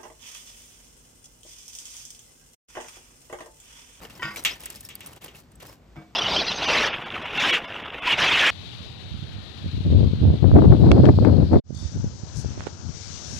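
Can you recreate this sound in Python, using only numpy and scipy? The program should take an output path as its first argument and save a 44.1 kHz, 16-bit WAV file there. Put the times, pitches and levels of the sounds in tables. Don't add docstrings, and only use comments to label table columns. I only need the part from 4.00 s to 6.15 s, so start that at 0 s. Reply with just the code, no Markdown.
import sys
import numpy as np
from scipy import signal
from scipy.fft import rfft, irfft, next_fast_len
from scipy.io import wavfile
from scipy.ndimage import uniform_filter1d

SR = 44100
rng = np.random.default_rng(int(sys.argv[2]) if len(sys.argv) > 2 else 0)


def invert_db(level):
    return 10 ** (np.asarray(level, dtype=float) / 20)


def digitize_waveform(pressure):
    field = np.atleast_2d(pressure).T
    bounded = np.clip(field, -1, 1)
    quanta = np.round(bounded * 32767).astype(np.int16)
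    wavfile.write(sys.argv[1], SR, quanta)


N = 94815
T = np.arange(N) / SR
SIZE = next_fast_len(N + SR // 2)
FREQ = np.maximum(np.arange(SIZE // 2 + 1) * SR / SIZE, 1)
OPPOSITE = np.array([[1], [-1]])


def table(tab):
    tab = np.array(tab)
    return np.interp(np.log(FREQ), np.log(tab[:, 0]), tab[:, 1])


def shape(x, gain):
    return irfft(rfft(x, SIZE) * gain, SIZE)[..., :N]


def unit(x):
    return x / np.sqrt(np.mean(x ** 2))


def peak(x):
    return x / np.abs(x).max()


def fade(t60, start=0.):
    return (T >= start) * np.exp(-np.log(1000) * np.maximum(T - start, 0) / t60)


def hold_then_fade(end, t60):
    return np.minimum(1, fade(t60, end) + (T < end))


def ring(x, hz, t60):
    pole = np.exp((2j * np.pi * hz - np.log(1000) / t60) / SR)
    return signal.lfilter([1], [1, -pole], x).imag


def walk(rate):
    k = int(SR / rate)
    steps = np.repeat(rng.standard_normal(N // k + 1), k)
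    return unit(uniform_filter1d(uniform_filter1d(steps, k), k)[:N])


# frequency in Hz, likeness from 0 to 1.
PORT_LIKENESS = [(60, .97), (300, .9), (700, .5), (3000, .55), (7500, .6), (9300, .998), (11000, .998),
                 (12500, .95)]


def wide(colour):
    like = np.clip(table(PORT_LIKENESS), 0, 1)
    mid, side = rng.standard_normal((2, N))
    mid = shape(mid, colour * np.sqrt(1 + like))
    return mid + OPPOSITE * shape(side, colour * np.sqrt(1 - like))


# frequency in Hz, level in dB per Hz.
BOWL_COLOUR = [(250, -30.5), (1550, -16.5), (2000, -5), (3300, -3.5), (4600, -13), (6000, -7),
               (9000, -14.5), (16000, -20)]
BOWL_T60_S, BOWL_TREBLE_T60_S, BOWL_RISE_S = 0.2, 0.11, 0.0032


def bowl(push):
    low = 1 / (1 + (FREQ / 4500) ** 4)
    echo = shape(wide(0.98) * fade(BOWL_T60_S), low)
    echo = echo + shape(wide(0.55) * fade(BOWL_TREBLE_T60_S), 1 - low)
    echo = shape(echo * np.minimum(T / BOWL_RISE_S + 0.5, 1), invert_db(table(BOWL_COLOUR)))
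    return shape(push, rfft(peak(echo), SIZE))


# frequency in Hz, level in dB per Hz.
YARD_COLOUR = [(25, -39), (50, -2.5), (150, -3), (350, -12), (700, -17.5), (2700, -29), (8000, -36.5),
               (16000, -46.5)]
YARD_DB = -53.5
HUM_HZ, HUM_WIDTH_HZ, HUM_DB = 54, 8, -56


def yard():
    base, air = wide(invert_db(table(YARD_COLOUR))), 0
    for k in range(11):
        octave = np.clip(1 - np.abs(np.log2(FREQ / 20) - k), 0, 1)
        air = air + shape(base, octave) * invert_db(walk(8))
    hum = wide(1 / (1 + ((FREQ - HUM_HZ) * 2 / HUM_WIDTH_HZ) ** 2))
    return invert_db(YARD_DB) * unit(air) + invert_db(HUM_DB + 2 * walk(5.7)) * unit(hum)


# start in seconds, length in seconds, level in dB, dullness 0 to 1.
SCRAPES = [(0, 0.066, -43.5, 0.68), (0.096, 0.095, -50, 0.43), (0.208, 0.25, -47, 0.54),
           (0.329, .004, -61, 0.6), (1.071, 0.005, -45, 0.52), (0.364, 0.03, -40, 0.23),
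           (0.426, 0.14, -47.5, 0.41), (0.593, 0.14, -49, 0.25), (0.741, 0.13, -50.5, 0.04),
           (0.902, 0.082, -59.5, 0.56), (0.992, 0.22, -53, 0.59), (1.211, 0.054, -49, 0.47),
           (1.274, 0.078, -57.5, 0.83), (1.35, 0.064, -55, 0.14), (1.445, 0.2, -70.5, 0.77),
           (1.599, 0.032, -47.5, 0.47), (1.635, 0.016, -48, 1), (1.651, 0.027, -49.5, 0.08),
           (1.68, 0.022, -46.5, 0.58), (1.715, 0.023, -53.5, 0.36), (1.956, 0.069, -53, 0.99)]
# frequency in Hz, level in dB per Hz.
RUSTLE_BRIGHT = [(200, 6), (1000, -13.5), (2700, -0.5), (5000, 0.5), (8000, -2.5), (10000, 6),
                 (13000, -7.5), (16000, -0.5)]
RUSTLE_DULL = [(100, -22), (300, 2), (900, -1.5), (2500, -11), (5000, -27), (16000, -42)]
SCRAPE_ATTACK_S, SCRAPE_T60_S = 0.0007, 0.16
GRAINS_PER_S, GRAIN_SCATTER_DB, GRAIN_TAIL_S = 1000, 3.2, .02
CRUMBS_PER_S, CRUMB_DB, CRUMB_T60_S = 30, -2, .015


def rustle():
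    scatter = invert_db(GRAIN_SCATTER_DB * np.minimum(rng.exponential(size=N), 3))
    grains = (rng.random(N) < GRAINS_PER_S / SR) * scatter
    decay = np.exp(-2 * np.log(1000) / GRAIN_TAIL_S / SR)
    grain_env = unit(np.sqrt(signal.lfilter([1], [1, -decay], grains ** 2)))
    bright, dull = np.zeros((2, N))
    for t0, length, db, dullness in SCRAPES:
        end, share = t0 + length, np.clip(dullness, 0, 1)
        stroke = np.clip((T - t0) / SCRAPE_ATTACK_S, 0, 1) * (fade(SCRAPE_T60_S, end) + (T < end))
        power = invert_db(2 * db) * stroke ** 2
        bright = bright + power * (1 - share)
        dull = dull + power * share
    rubbing = np.sqrt(bright) * unit(wide(invert_db(table(RUSTLE_BRIGHT))))
    rubbing = rubbing + np.sqrt(dull) * unit(wide(invert_db(table(RUSTLE_DULL))))
    out = invert_db(2 * walk(39.97)) * grain_env * rubbing
    for hz in 1800 * 1.2 ** np.arange(8):
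        hits = (rng.random(N) < CRUMBS_PER_S / SR) * rng.standard_normal((2, N)) * np.sqrt(bright)
        out = out + invert_db(CRUMB_DB) * ring(hits, hz, CRUMB_T60_S * 4000 / hz)
    return out


# start in seconds, level in dB, rise in seconds, high modes in dB.
THUDS = [
    (0.235, -38.5, 0.013, -21),
    (1.959, -37.5, 0.013, 2),
]
# frequency in Hz, level in dB, t60 in seconds.
KETTLE = [(149, 3.5, 0.15), (202.7, -5.5, 0.43), (319.4, -6, 0.39), (602, -21, .2), (712, -13, 0.46),
          (832, -23, 0.17), (1010, -27, .3), (1250, -15.5, 0.15), (1580, -17.5, 0.2), (2060, -22, 0.12),
          (2270, -15, 0.33), (3480, -25, 0.55), (5080, -26, 0.31)]


def kettle_thuds():
    out, noise = np.zeros(N), rng.standard_normal(N)
    for t0, db, rise, high_db in THUDS:
        swell = np.sin(np.pi * np.clip((T - t0) / rise / 2, 0, 1))
        blow = noise * swell / np.sqrt(rise * SR)
        for hz, mode_db, t60 in KETTLE:
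            level = invert_db(db + mode_db + high_db * (hz > 400))
            out += level * peak(ring(blow, hz, t60))
    return out


def bars(push, modes):
    out = 0
    for hz, db, t60 in modes:
        twin = ring(push, hz * 1.0063, t60 / 2)
        pair = ring(push, hz, t60) + .5 * twin * np.array([[1], [-.5]])
        out = out + peak(pair) * invert_db(db + rng.standard_normal((2, 1)))
    return shape(out, 1 / (1 + (250 / FREQ) ** 4))


# frequency in Hz, level in dB, t60 in seconds.
FLAP = [(379, 2, .35), (1000, -0.5, 0.44), (1500, -2, 0.072), (1950, 2.5, 0.12), (2595, -16, 0.19),
        (3040, -6, 0.41)]


def flap():
    rattle = rng.standard_normal(N) * fade(.03, .1945)
    return invert_db(-37.5) * bars(rattle, FLAP)


# start in seconds, level in dB, dull above in Hz, rattle t60 in seconds.
KNOCKS = [
    (0.2223, -36, 5930, 0.012),
    (0.229, -28.5, 6400, 0.017),
    (.252, -34, 5000, 0.045),
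    (.279, -38, 4700, 0.03),
    (0.309, -41.5, 3900, 0.033),
]
# frequency in Hz, level in dB, t60 in seconds.
GRATE_MODES = [(330, -9.5, 0.57), (676, -25, 0.54), (963, -13, 0.54), (1138, 0.5, 0.2), (1292, -18, 0.66),
               (1424, 5, 0.19), (1470, -6.5, 0.31), (1537, 1.5, 0.24), (1850, 4.5, 0.15), (1891, 6.5, 0.18),
               (2090, -2, 0.21), (2203, -2, 0.24), (2280, 0, 0.26), (2592, -8.5, 0.38),
               (1990, -24, 0.11), (2194, -10, 0.29), (3026, -11.5, 0.32), (3900, -24, .4), (5010, -20, 0.18),
              (4860, -7.5, 0.23), (5200, -7, 0.14), (6729, -21.5, 0.74)]
GRATE_DB, GRATE_ECHO_DB = -31.5, 3.5


def grate():
    push, noise = np.zeros(N), rng.standard_normal(N)
    for t0, db, dull_hz, rattle in KNOCKS:
        blow = shape(noise * fade(rattle, t0), 1 / (1 + 1j * FREQ / dull_hz) ** 2)
        push += invert_db(db) * blow / np.sqrt(rattle * SR / 14)
    clink = bars(push, GRATE_MODES)
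    return invert_db(GRATE_DB) * clink + invert_db(GRATE_ECHO_DB) * bowl(push)


# start in seconds, level in dB, pitch in Hz, length in seconds.
PINGS = [
    (0.369, -44, 5830, 0.03),
    (0.37, -45, 4010, 0.022),
    (0.509, -33, 5080, 0.0025),
    (0.532, -40.5, 5790, 0.0028),
    (1.665, -60, 5200, 0.041),
]


def pings():
    out, rough = np.zeros(N), .55 * walk(500)
    for t0, db, hz, length in PINGS:
        tone = np.sin(2 * np.pi * hz * T + rough) * invert_db(2 * walk(300))
        attack = np.clip((T - t0) / 0.00067, 0, 1)
        out += invert_db(db) * tone * attack * hold_then_fade(t0 + length, .06)
    return out


# start in seconds, peak in dB, bright above in Hz, t60 in seconds, rise in seconds.
SNAPS = [(0.1341, -44, 2000, 0.0059, .0005), (0.362, -26, 4000, 0.0074, 0.00057),
         (0.438, -29, 7000, .015, 0.00058), (0.6044, -34.5, 3000, 0.0098, 0.0011),
         (0.6573, -21.5, 1500, 0.0044, 0.00057), (0.804, -37.5, 5100, 0.024, .004),
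         (.8348, -45, 4000, 0.013, 0.0022), (.847, -41.5, 5000, .02, 0.006), (.863, -44, 5000, 0.013, .002),
         (0.9526, -20, 11900, 0.0065, 0.0021), (1.0067, -32, 6900, 0.0049, 0.00034),
         (1.037, -49, 11000, 0.0097, .001), (1.069, -34, 7940, 0.029, 0.0013),
         (1.162, -41, 5040, 0.0091, 0.00039), (1.2204, -40, 8000, 0.018, 0.0008),
         (1.232, -40, 8000, .012, .001), (1.3557, -41.5, 6000, 0.017, .001),
         (1.366, -43, 8000, 0.011, .001), (1.4017, -45, 6000, 0.022, 0.0011),
         (1.5551, -47, 5950, 0.018, 0.00034), (1.6514, -51, 3940, .015, .001),
         (1.6674, -38, 4000, .015, 0.0011), (1.687, -49, 2000, .012, .001)]


def snaps(grit):
    out = np.zeros((2, N))
    for t0, db, hz, t60, rise in SNAPS:
        here = slice(int(t0 * SR), int(t0 * SR) + 2048)
        highpass = signal.butter(2, hz, "high", fs=SR, output="sos")
        crack = signal.sosfilt(highpass, grit[:, here])
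        age = T[here] - t0
        decay = invert_db(-60 * np.maximum(age - rise, 0) / t60)
        out[:, here] += invert_db(db) * crack * np.clip(age / rise, 0, 1) * decay
    return out


# start in seconds, level in dB.
BOWL_PUSHES = [(0.4537, -22.5), (.463, -18.5), (0.498, -30.5), (.772, -46.5), (.902, -33.5), (.915, -41.5),
               (0.929, -48.5), (1.032, -44), (1.045, -46), (1.21, -46.5), (1.225, -44), (1.31, -49),
               (1.36, -50.5)]
# start in seconds, peak in dB, ring in Hz, bowl echo in dB, ring in dB.
CHIPS = [(0.0512, -47, 3040, 4, 4), (0.0988, -44, 2720, 3, 6), (0.152, -50.5, 5240, 4, 4),
         (0.36, -25, 2260, -5.5, -9), (0.449, -14.5, 1900, 6.5, -19), (0.605, -42, 2840, 1, -32),
         (0.6356, -32.5, 3410, -4, -8), (0.6602, -23, 1930, -10.5, -21), (0.7019, -23, 7580, -15.5, -17),
         (0.7578, -31, 5220, -26, -14.5), (0.8072, -34, 7850, -29, -14.5), (0.8497, -32, 5420, -26, -6),
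         (0.8886, -26.5, 7850, -9, -15), (0.9534, -31, 4650, -12, -12), (1.006, -36.5, 1850, 3.5, -13),
         (1.0612, -26, 2640, -14.5, -22), (1.132, -33.5, 2860, -30, -16), (1.1624, -44.5, 1870, 1, -23),
         (1.218, -40, 3190, -3, -3), (1.2447, -27, 3300, -18, -17), (1.281, -48.5, 2950, 10, 12.5),
         (1.3488, -42.5, 2740, -1, -3), (1.5176, -47, 8950, -11, -6), (1.5555, -52, 8060, -20, 1),
         (1.6024, -40.5, 1930, 0.5, -31)]
# frequency in Hz, level in dB per Hz.
TICK_COLOUR = [(300, -41), (1000, -1), (2500, -8), (6000, -2), (8000, -1), (10000, 12.5), (13500, -7.5),
               (16000, 2)]
TICK_T60_S, RING_T60_S = 0.029, 0.032


def chips():
    grit = unit(wide(invert_db(table(TICK_COLOUR))))
    out, push = np.zeros((2, N)), np.zeros(N)
    wobble = invert_db(4.5 * walk(700))
    rough = 1.1 * walk(500)
    for t0, db, hz, echo_db, ring_db in CHIPS:
        out += invert_db(db) * fade(TICK_T60_S, t0) * grit / 2
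        note = np.sin(2 * np.pi * hz * (T - t0) + rough) * wobble
        out += invert_db(db + ring_db) * fade(RING_T60_S, t0) * note
        push[int(t0 * SR)] += invert_db(db + echo_db)
    for t0, db in BOWL_PUSHES:
        push[int(t0 * SR)] += invert_db(db)
    return out + snaps(grit) + bowl(push)


def scene():
    return yard() + rustle() + kettle_thuds() + flap() + grate() + pings() + chips()


def roll_off(x):
    return signal.sosfilt(signal.butter(12, 16620, fs=SR, output="sos"), x)


# frequency in Hz, level in dB.
LEFT_DB = [(60, 2), (380, 1.5), (1300, -4), (2400, -1), (4400, 7), (7500, 3), (9000, 0)]
# frequency in Hz, lead in radians.
LEFT_LEADS = [(20, 0), (1400, .4), (2100, .6), (3900, 1.5), (6200, -.4), (7600, -.3), (8600, -1.6),
              (9200, -3.12), (11100, -3.16), (11900, -6.1), (14700, -6.5), (15600, -9.2)]
DIP_S, DIP_FADE_S, DIP_DB = 1.197, .018, -15


def record(dry):
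    half = OPPOSITE / 2
    balance = invert_db(half * table(LEFT_DB)) * np.exp(1j * half * table(LEFT_LEADS))
    band = (FREQ < 16300) / (1 + (39.8 / FREQ) ** 4)
    ports = shape(dry, balance * band)
    dip = invert_db(DIP_DB * np.clip(1 - np.abs(T - DIP_S) / DIP_FADE_S, 0, 1))
    return roll_off(ports * dip)


dry = scene()
out = record(dry)
digitize_waveform(out)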